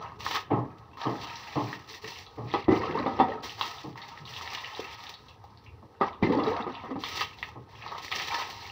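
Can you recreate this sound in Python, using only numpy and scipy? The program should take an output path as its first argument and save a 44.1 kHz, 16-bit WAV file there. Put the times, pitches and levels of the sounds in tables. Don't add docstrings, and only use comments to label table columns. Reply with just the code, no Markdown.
import sys
import numpy as np
from scipy import signal
from scipy.fft import rfft
from scipy.io import wavfile
from scipy.ndimage import uniform_filter1d

SR = 44100
rng = np.random.default_rng(int(sys.argv[2]) if len(sys.argv) > 2 else 0)


def transcribe(signal):
    frames = np.atleast_2d(signal).T
    limited = np.clip(frames, -1, 1)
    pcm = np.round(limited * 32767).astype(np.int16)
    wavfile.write(sys.argv[1], SR, pcm)


N = 384111


def amp(db):
    return 10 ** (np.asarray(db) / 20)


def read(points, hz):
    f, value = np.transpose(points)
    return np.interp(np.log(hz + 1), np.log(f + 1), value)


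def curve(rows):
    s, *columns = np.transpose(rows)
    return [np.interp(np.arange(N) / SR, s, column) for column in columns]


def port_db(hz):
    # pitch_hz, gain_db
    opening = [(20, -38), (45, -27), (100, -18), (470, -2), (640, -15), (800, -1.5), (1310, -6.5),
               (1400, -18), (1600, -13), (1900, -3), (2400, -8.5), (4200, -9), (6000, -19.5), (6550, -36.5),
               (7000, -36), (8300, -45.5), (13600, -50), (14900, -27.5)]
    # pitch_hz, width_hz, gain_db
    corner = [(802, 88, -2.5), (950, 230, 1.5), (1070, 18, 3), (1260, 31, 7), (1840, 107, 4.5),
              (2690, 124, 5)]
    bumps_db = sum(db / (1 + (2 * (hz - f) / width) ** 2) for f, width, db in corner)
    return read(opening, hz) + bumps_db


def port():
    hz = abs(np.fft.fftfreq(8192, 1 / SR))
    log_gain = np.log(amp(port_db(hz)))
    phase = signal.hilbert(log_gain).imag
    return np.fft.ifft(np.exp(log_gain - 1j * phase)).real[:4096]


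def unit(x, lo, hi):
    hz = np.fft.rfftfreq(len(x), 1 / SR)
    heard = abs(rfft(x) * amp(port_db(hz)))[(hz > lo) & (hz < hi)]
    return x * len(x) / np.sqrt(2 * np.sum(heard ** 2) + 1e-20)


def add(mix, s, sound, db):
    part = mix[round(s * SR):][:len(sound)]
    peak = abs(signal.fftconvolve(sound[:4000], port())).max()
    part += (amp(db) * sound / peak)[:len(part)]


def resonate(x, hz, width):
    turn = np.exp(2j * np.pi * np.cumsum(hz * np.ones(len(x))) / SR)
    r = np.exp(-np.pi * width / SR)
    smooth = signal.lfilter([1 - r], [1, -r], x / turn)
    return 2 * (turn * smooth).real


def grains(lo_hz, hi_hz, cycles, glide, per_s, spread_db, count):
    happens = rng.random(N) < per_s / SR
    size = amp(spread_db * np.minimum(rng.exponential(1, N), 5)) * happens
    kind, out = rng.integers(0, count, N), np.zeros(N)
    for k, hz in enumerate(np.geomspace(lo_hz, hi_hz, count)):
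        turns = np.arange(int(SR * 4 * cycles / hz)) * hz / SR
        shape = (1 - np.exp(-3 * turns)) * np.exp(-turns / cycles)
        tone = shape * np.sin(2 * np.pi * turns * (1 + glide * turns / cycles))
        out += signal.oaconvolve(size * (kind == k), tone / np.linalg.norm(tone))[:N]
    return out


def clumps(width_s, per_s, depth):
    swells = rng.exponential(1, N) * (rng.random(N) < per_s / SR)
    fade = np.exp(-np.arange(SR // 8) / SR / width_s)
    return 1 + depth * signal.oaconvolve(swells, fade)[:N]


def porch(x, wet_db):
    # pitch_hz, decay_s
    echo_decay = [(150, 0.42), (500, 0.2), (1500, 0.41), (4000, 0.22), (10000, 0.31)]
    taps = np.zeros(SR // 2)
    at = np.arange(200, SR // 2 - 20, 20)
    taps[at + rng.integers(0, 20, len(at))] = rng.choice([-1., 1.], len(at))
    hz, t, z = signal.stft(taps, SR, nperseg=256)
    fade = amp(-60 * t / read(echo_decay, hz)[:, None])
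    tail = signal.istft(z * fade, SR, nperseg=256)[1]
    return x + amp(wet_db) * signal.oaconvolve(x, tail / np.linalg.norm(tail))[:N]


def sheets():
    # start_s, length_s, spray on the tiles level_db,
    # gurgle of larger drops level_db, fine fizz level_db, change_db while it lasts
    falls = [(0, 0.12, -46, -34, -74, -12), (0.185, .18, -57, -51.5, -63.5, 13),
             (0.503, 0.098, -69, -34.5, -85.5, -10.5), (0.646, 0.28, -71, -55.5, -96, -1),
             (0.964, 0.077, -56, -50, -79.5, 14), (1.05, 0.26, -53, -43, -67.5, -0.5),
             (1.284, 0.47, -52, -49, -66.5, 2.5), (1.8, .07, -62, -67, -77, -2),
             (1.873, .1, -57, -75, -61.5, -3.5), (2.011, 0.22, -75, -57, -63, -2),
             (2.235, 0.3, -72, -61, -81, 2), (2.466, 0.12, -50, -53, -78.5, 7),
             (2.697, 0.073, -44.5, -39, -67.5, 3.5), (2.797, 0.56, -45.5, -36, -75, -5.5),
             (2.938, 0.059, -41.5, -34.5, -74, -3), (3.423, 0.21, -67, -42.5, -53, -20.5),
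             (3.575, 0.24, -48.5, -40.5, -57.5, -8.5), (3.82, 0.1, -61, -64, -71.5, -5.5),
             (3.954, 0.26, -52.5, -49, -73, -2), (4.242, 0.15, -67, -59, -70.5, 11),
             (4.406, 0.34, -47, -47.5, -65.5, 0), (4.757, 0.19, -43.5, -44.5, -65.5, -5),
             (4.97, 0.16, -55.5, -49, -67, -2.5), (5.166, 0.16, -77, -58.5, -77, -2.5),
             (6.002, 0.078, -44, -28, -72, -8.5), (6.219, 0.026, -34, -35, -65, -5),
             (6.316, 0.015, -40.5, -36.5, -66.5, -1), (6.355, 0.26, -50, -38.5, -80, 4),
             (6.46, 0.038, -43.5, -36, -70, 0), (6.677, 0.24, -49.5, -41.5, -81, -7.5),
             (6.987, .04, -64, -55, -67, 5), (7.025, 0.2, -45.5, -49, -61, 7),
             (7.242, 0.1, -68, -60, -72.5, 0), (7.357, 0.13, -65, -57, -73.5, 4.5),
             (7.677, .12, -62, -59.5, -80, 7.5), (7.798, 0.17, -49, -46.5, -76.5, 3.5),
             (7.968, .02, -58, -55, -61, -1), (8.012, 0.091, -60, -61, -55.5, -8.5),
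             (8.103, 0.19, -38, -44, -56, -4), (8.295, 0.13, -38, -35.5, -57.5, -1),
             (8.422, 0.28, -48, -49, -63.5, -2)]
    rise_s, fade_db_per_s = 0.02, (-230, -170, -330)
    trickle_db = (-76, -60, -87.5)
    t = np.arange(N) / SR
    power = amp(trickle_db)[:, None] ** 2
    for s, length, *levels_db, change_db in falls:
        rise = np.clip((t - s) / rise_s, 0, 1)
        drift_db = change_db * np.clip((t - s) / length, 0, 1)
        fade_db = np.outer(fade_db_per_s, np.maximum(t - s - length, 0))
        power = power + (rise * amp(np.c_[levels_db] + drift_db + fade_db)) ** 2
    return np.sqrt(power)


def water():
    spray_gain, gurgle_gain, fizz_gain = sheets()
    shared = clumps(width_s=.004, per_s=40, depth=.9) * clumps(width_s=.04, per_s=8, depth=.4)
    spray = np.zeros(N)
    for hz in np.geomspace(1600, 5900, 6):
        drops = grains(hz, hz * 1.288, cycles=1.87, glide=0.02, per_s=820, spread_db=-4.0, count=4)
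        own = clumps(width_s=0.022, per_s=25, depth=1.2)
        spray += drops * own * amp(0.41 * np.log2(hz / 3000))
    spray *= shared
    plinks = grains(1600, 6000, cycles=11, glide=.01, per_s=300, spread_db=4.5, count=30)
    gurgle = grains(597.5, 1608, cycles=6.5, glide=0.015, per_s=600, spread_db=3.0, count=16)
    gurgle *= shared ** .5
    fizz = grains(6420, 13400, cycles=1.05, glide=0.031, per_s=12000, spread_db=2.0, count=8)
    fizz *= shared ** .5 * clumps(width_s=0.011, per_s=15, depth=1.0)
    tiles = unit(spray, 1600, 6300) + amp(-2.5) * unit(plinks, 1600, 6300)
    return (spray_gain * unit(porch(tiles, -8.5), 1100, 6300)
            + gurgle_gain * unit(porch(gurgle, -4.0), 490, 1400)
            + fizz_gain * unit(porch(fizz, -18.0), 9200, 16600))


def rumble_and_hiss():
    # time_s, level_db
    rumble = [(0.0, -50), (2.13, -60), (2.71, -46), (3.13, -48), (3.52, -56.5), (5.14, -58), (6.06, -55),
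              (6.45, -46.5), (6.86, -54), (8.71, -54.5)]
    # pitch_hz, relative level_db (per Hz)
    colour = [(25, -27), (50, 12), (95, 18), (140, 2.5), (300, -11), (600, -13), (1300, -63), (3000, -73),
              (8000, -51), (16000, -43)]
    frames, hz = N // 512 + 5, np.fft.rfftfreq(2048, 1 / SR)
    a, b, patches = rng.standard_normal((frames, 1025, 3)).T
    patches = uniform_filter1d(uniform_filter1d(patches, 6, 0), 8, 1)
    z = (a + 1j * b) * amp(read(colour, hz)[:, None] + 2.5 * patches / patches.std())
    noise = signal.istft(z, nperseg=2048, noverlap=1536)[1][:N]
    return amp(curve(rumble)[0]) * unit(noise, 39, 240)


def splats(rows, t60, share, smack, hiss, wet_db):
    out, t = np.zeros(N), np.arange(SR // 5) / SR
    for (s, db, hz), noise in zip(rows, rng.standard_normal((len(rows), len(t)))):
        drive = noise * (amp(-60 * t / t60) + smack * np.exp(-t / 0.00069))
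        width = hz * share
        body = resonate(resonate(drive, hz, width), hz, width)
        treble = np.diff(drive, prepend=0)
        add(out, s, body + hiss * treble, db)
    return porch(out, wet_db)


def thumps_and_hum():
    # start_s, peak level_db, tilt_db per octave, decay_s (60 dB fall at 400 Hz)
    hits = [(0.499, -14, -4, 0.45), (1.044, -16, -3, 0.48), (1.549, -16.5, -3, 0.47),
            (2.029, -41.5, -11, 0.2), (2.367, -28, -4.5, 0.5), (3.831, -30.5, -6.5, 0.38),
            (4.191, -40.5, -19, .4), (5.813, -42, -4, 0.19), (7.438, -43, 1, 0.13),
            (7.548, -34.5, -5.5, .21), (8.315, -35, 2, 0.13)]
    # pitch_hz, width_hz (of one pass), level_db
    hollow = [(121.5, 31, 8.5), (188, 22, 1.5), (257, 11, -3.5), (288.5, 61, 0), (410, 42, -4),
              (653, 133, 0.5), (749, 200, -8.5), (820, 27, -1), (1050, 160, -4), (2005, 200, -21),
              (2800, 410, -24.5)]
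    rise_s = 0.0085
    out, t = np.zeros(N), np.arange(SR * 2 // 3) / SR
    for (s, db, tilt, t60), noise in zip(hits, rng.standard_normal((len(hits), len(t)))):
        drive = noise * (1 - np.exp(-(t / rise_s) ** 2))
        body = np.zeros(len(t))
        for hz, width, level in hollow:
            fade_db = -60 * t / t60 * (hz / 400) ** 0.08
            ringing = resonate(resonate(drive, hz, width), hz, width)
            body += amp(level + tilt * np.log2(hz / 400) + fade_db) * ringing
        add(out, s, body, db)
    return out


def gulps_and_rings():
    # start_s, peak level_db, pitch_hz,
    # rise of pitch as a share per s (negative falls), decay_s (60 dB)
    tones = [(1.898, -52, 430, 1.2, 0.17), (2.035, -37.5, 430, 1, 0.089), (2.684, -12, 345.5, 6.5, 0.15),
             (2.69, -31.5, 1956, 0.9, 0.41), (2.718, -16, 325, -1.5, 0.055), (2.956, -31, 450, 6, 0.31),
             (3.065, -31, 236, -1, 0.26), (3.2, -13.5, 769, -0.5, 0.15), (3.29, -28, 500, 7, 0.25),
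             (4.794, -24, 455, 19, 0.0077), (6.224, -16.5, 175.4, -4, 0.18), (6.233, -25, 2063, 0.3, 0.092),
             (6.242, -23, 329.7, 3, 0.5), (6.296, -15, 227, 4, 0.042), (6.33, -24, 950, -4.5, 0.11),
             (6.362, -20, 292, 0.2, 0.42), (6.47, -23, 390, 5.5, 0.38), (6.6, -30, 226.5, 1.2, 0.37),
             (6.909, -28.5, 271, -0.5, 0.16), (6.962, -36, 279, 2, 0.16)]
    out, t = np.zeros(N), np.arange(SR // 2) / SR
    for (s, db, hz, rise, t60), noise in zip(tones, rng.standard_normal((len(tones), 2, len(t)))):
        waver, shake = uniform_filter1d(noise, 300, axis=1) * np.sqrt(300)
        pitch = hz * (1 + rise * np.minimum(t, t60)) + .55 * np.sqrt(hz) * waver
        shape = (1 - np.exp(-t * hz)) * amp(3.4 * shake - 60 * t / t60)
        add(out, s, shape * np.sin(2 * np.pi * np.cumsum(pitch) / SR), db)
    return porch(out, -5.0)


def knocks():
    # start_s, peak level_db, tilt_db per octave, ring (factor on decay, at least 0.1)
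    hits = [(2.539, -13.5, 1, 0.21), (2.683, -12.5, -10, 0.47), (2.719, -12.5, -9.5, 0.42),
            (3.062, -15, -2.5, 0.48), (3.191, -18.5, 6.5, 0.09), (3.2, -8.5, -2, 0.82),
            (6.012, -10.5, 0, 0.16), (6.226, -12.5, -14, 0.13), (6.296, -28, 2, .45),
            (6.386, -19.5, -1.5, 1), (6.462, -18, -3, 0.6), (6.601, -26.5, 3, 0.26), (6.667, -22, -5.5, .3),
            (6.838, -29.5, -0.5, 0.34), (6.908, -27, -.5, 0.23), (6.957, -23.5, -10, 0.24)]
    # (60 dB, before the ring factor)
    modes = [(106.3, -18, 0.98), (172, -30, 0.05), (256.3, 5, 0.078), (338, -5.5, 0.19),
             (430, -14.5, 0.027), (584, 13, 0.032), (680, 0, 0.2), (777, -1, 0.38), (950, 8, 0.048),
             (1150, -0.5, 0.18), (1230, 4.5, 0.039), (1980, -12.5, 0.23), (2790, -24.5, 0.29),
             (3400, -5.5, 0.051), (4500, -20, 0.069)]
    rattle_s, blow = 0.02, 0.51
    out, t = np.zeros(N), np.arange(SR // 2) / SR
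    rattle_t = t[:6000]
    rattle_shape = (1 - np.exp(-rattle_t / 0.0029)) * np.exp(-rattle_t / rattle_s)
    chance = rng.standard_normal((len(hits), 6000 + len(modes)))
    for (s, db, tilt, ring), noise in zip(hits, chance):
        drive = 0.32 * noise[:6000] * rattle_shape
        drive[:16] += blow * np.hanning(16)
        wall = np.zeros(len(t))
        for (hz, level, t60), shift in zip(modes, noise[6000:]):
            strength = amp(level + tilt * np.log2(hz / 600) - 60 * t / (t60 * max(ring, .1)))
            wall += strength * np.sin(2 * np.pi * hz * (1 + 0.031 * shift) * t)
        wall[:6] += 1.5
        add(out, s, signal.oaconvolve(wall, drive), db)
    return porch(out, -10.5)


def dips():
    # time_s, level_db, trapped air pitch_hz
    scoops = [
        [(2.67, -47, 341), (2.82, -36, 358), (3, -31.5, 430), (3.13, -43, 267), (3.2, -41, 374),
         (3.35, -39, 462), (3.5, -53, 268)],
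        [(6.21, -52, 330), (6.28, -29.5, 298), (6.39, -34, 308), (6.5, -38.5, 397), (6.6, -54, 249),
         (6.66, -46, 230), (6.83, -68, 303), (6.9, -42.5, 267), (7.06, -62, 327)],
    ]
    burble = grains(131.5, 726, cycles=3.9, glide=0.023, per_s=240, spread_db=2.0, count=16)
    burble = porch(burble, -1.6)
    t, out = np.arange(N) / SR, np.zeros(N)
    for rows in scoops:
        level_db, hz = curve(rows)
        pocket = burble + 0.45 * resonate(burble, hz, 30)
        inside = (t > rows[0][0]) & (t < rows[-1][0])
        soft_edges = uniform_filter1d(inside * 1., 600)
        out += amp(level_db) * unit(pocket, 110, 650) * soft_edges
    return out


def scene():
    # start_s, peak level_db, centre pitch_hz, bright spatter peak level_db
    slaps = [(0.205, -33, 850, -35), (.264, -17.5, 1210, -35), (0.311, -22.5, 1260, -27),
             (0.342, -28, 1100, -45), (0.356, -18, 1150, -24.5), (0.368, -21, 1300, -33),
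             (.972, -34.5, 1090, -54), (1.729, -23.5, 1640, -34.5), (1.94, -35, 1920, -48),
             (2.044, -30.5, 1980, -47), (2.12, -37, 815, -38), (2.508, -39, 820, -44.5),
             (3.3, -47, 802, -40), (3.434, -36.5, 1090, -43), (3.611, -16.5, 1050, -19),
             (3.957, -33.5, 1070, -51), (4.175, -34, 1860, -50), (4.411, -28, 1070, -41),
             (4.476, -27.5, 2200, -29), (4.799, -33.5, 900, -37), (5.44, -38, 795, -68),
             (7.037, -21.5, 1150, -23), (7.209, -18, 1260, -22), (7.428, -19.5, 1840, -34),
             (7.863, -28.5, 910, -54), (7.919, -27, 1090, -54), (7.952, -33, 1110, -54),
             (7.98, -32, 1110, -34), (8.016, -49, 1880, -56), (8.081, -30.5, 1890, -42),
             (8.116, -27.5, 1270, -25), (8.125, -18.5, 2690, -53), (8.138, -26.5, 2860, -44),
             (8.198, -23, 1980, -40)]
    # start_s, peak level_db, centre pitch_hz
    drips = [(.059, -47, 2600), (.247, -34, 2950), (.514, -39.5, 2370), (.701, -54, 2300),
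             (.932, -50, 2790), (1.213, -34, 3720), (1.245, -34, 3430), (1.299, -44, 4290),
             (1.327, -45, 3000), (1.356, -36, 5330), (1.457, -45, 3600), (1.526, -36, 2920),
             (1.892, -36.5, 4140), (2.159, -34.5, 2650), (2.265, -39, 3760), (2.539, -31, 2640),
             (2.795, -41, 4330), (3.196, -32, 2420), (3.495, -28.5, 3000), (3.783, -33, 3540),
             (4.017, -35.5, 3800), (4.253, -36, 3970), (4.276, -34, 3150), (4.337, -31, 3400),
             (4.364, -29, 3050), (4.548, -29, 3060), (4.582, -32, 3430), (4.645, -28, 3080),
             (4.749, -30, 3660), (4.928, -39, 3200), (5.005, -38, 4170), (5.067, -33.5, 3420),
             (5.14, -33.5, 3970), (5.284, -44, 3370), (5.309, -50, 2920), (5.505, -56, 5900),
             (5.574, -44.5, 4470), (5.662, -45, 2550), (5.677, -54, 2800), (5.796, -68, 4500),
             (5.96, -61, 3200), (6.13, -43.5, 3220), (6.396, -40, 2700), (6.751, -33, 3220),
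             (6.991, -43, 3700), (7.331, -43, 2640), (7.386, -38, 3640), (7.481, -45, 3000),
             (7.753, -44, 2650), (7.822, -34, 2440), (7.878, -31.5, 4100), (8.052, -47, 4260),
             (8.555, -52, 3410), (8.613, -39, 4430)]
    blobs = splats([row[:3] for row in slaps], t60=0.084, share=0.71, smack=4.0, hiss=0.2, wet_db=-12.5)
    spatter_hz = 3240
    spatter = [(s, db, spatter_hz) for s, _, _, db in slaps]
    drops = splats(drips + spatter, t60=0.052, share=0.42, smack=0.98, hiss=.04, wet_db=-1.0)
    bucket = dips() + gulps_and_rings() + knocks()
    return (water() + blobs + drops + bucket + thumps_and_hum() + rumble_and_hiss())[None]


def record(dry):
    hiss_db, edge_hz = -82.5, 15650
    heard = signal.oaconvolve(dry, port()[None])[:, :N] + amp(hiss_db) * rng.standard_normal(N)
    low_pass = signal.firwin(1023, edge_hz, window=("kaiser", 10), fs=SR)
    return signal.oaconvolve(heard, low_pass[None], "same")


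dry = scene()
out = record(dry)
transcribe(out)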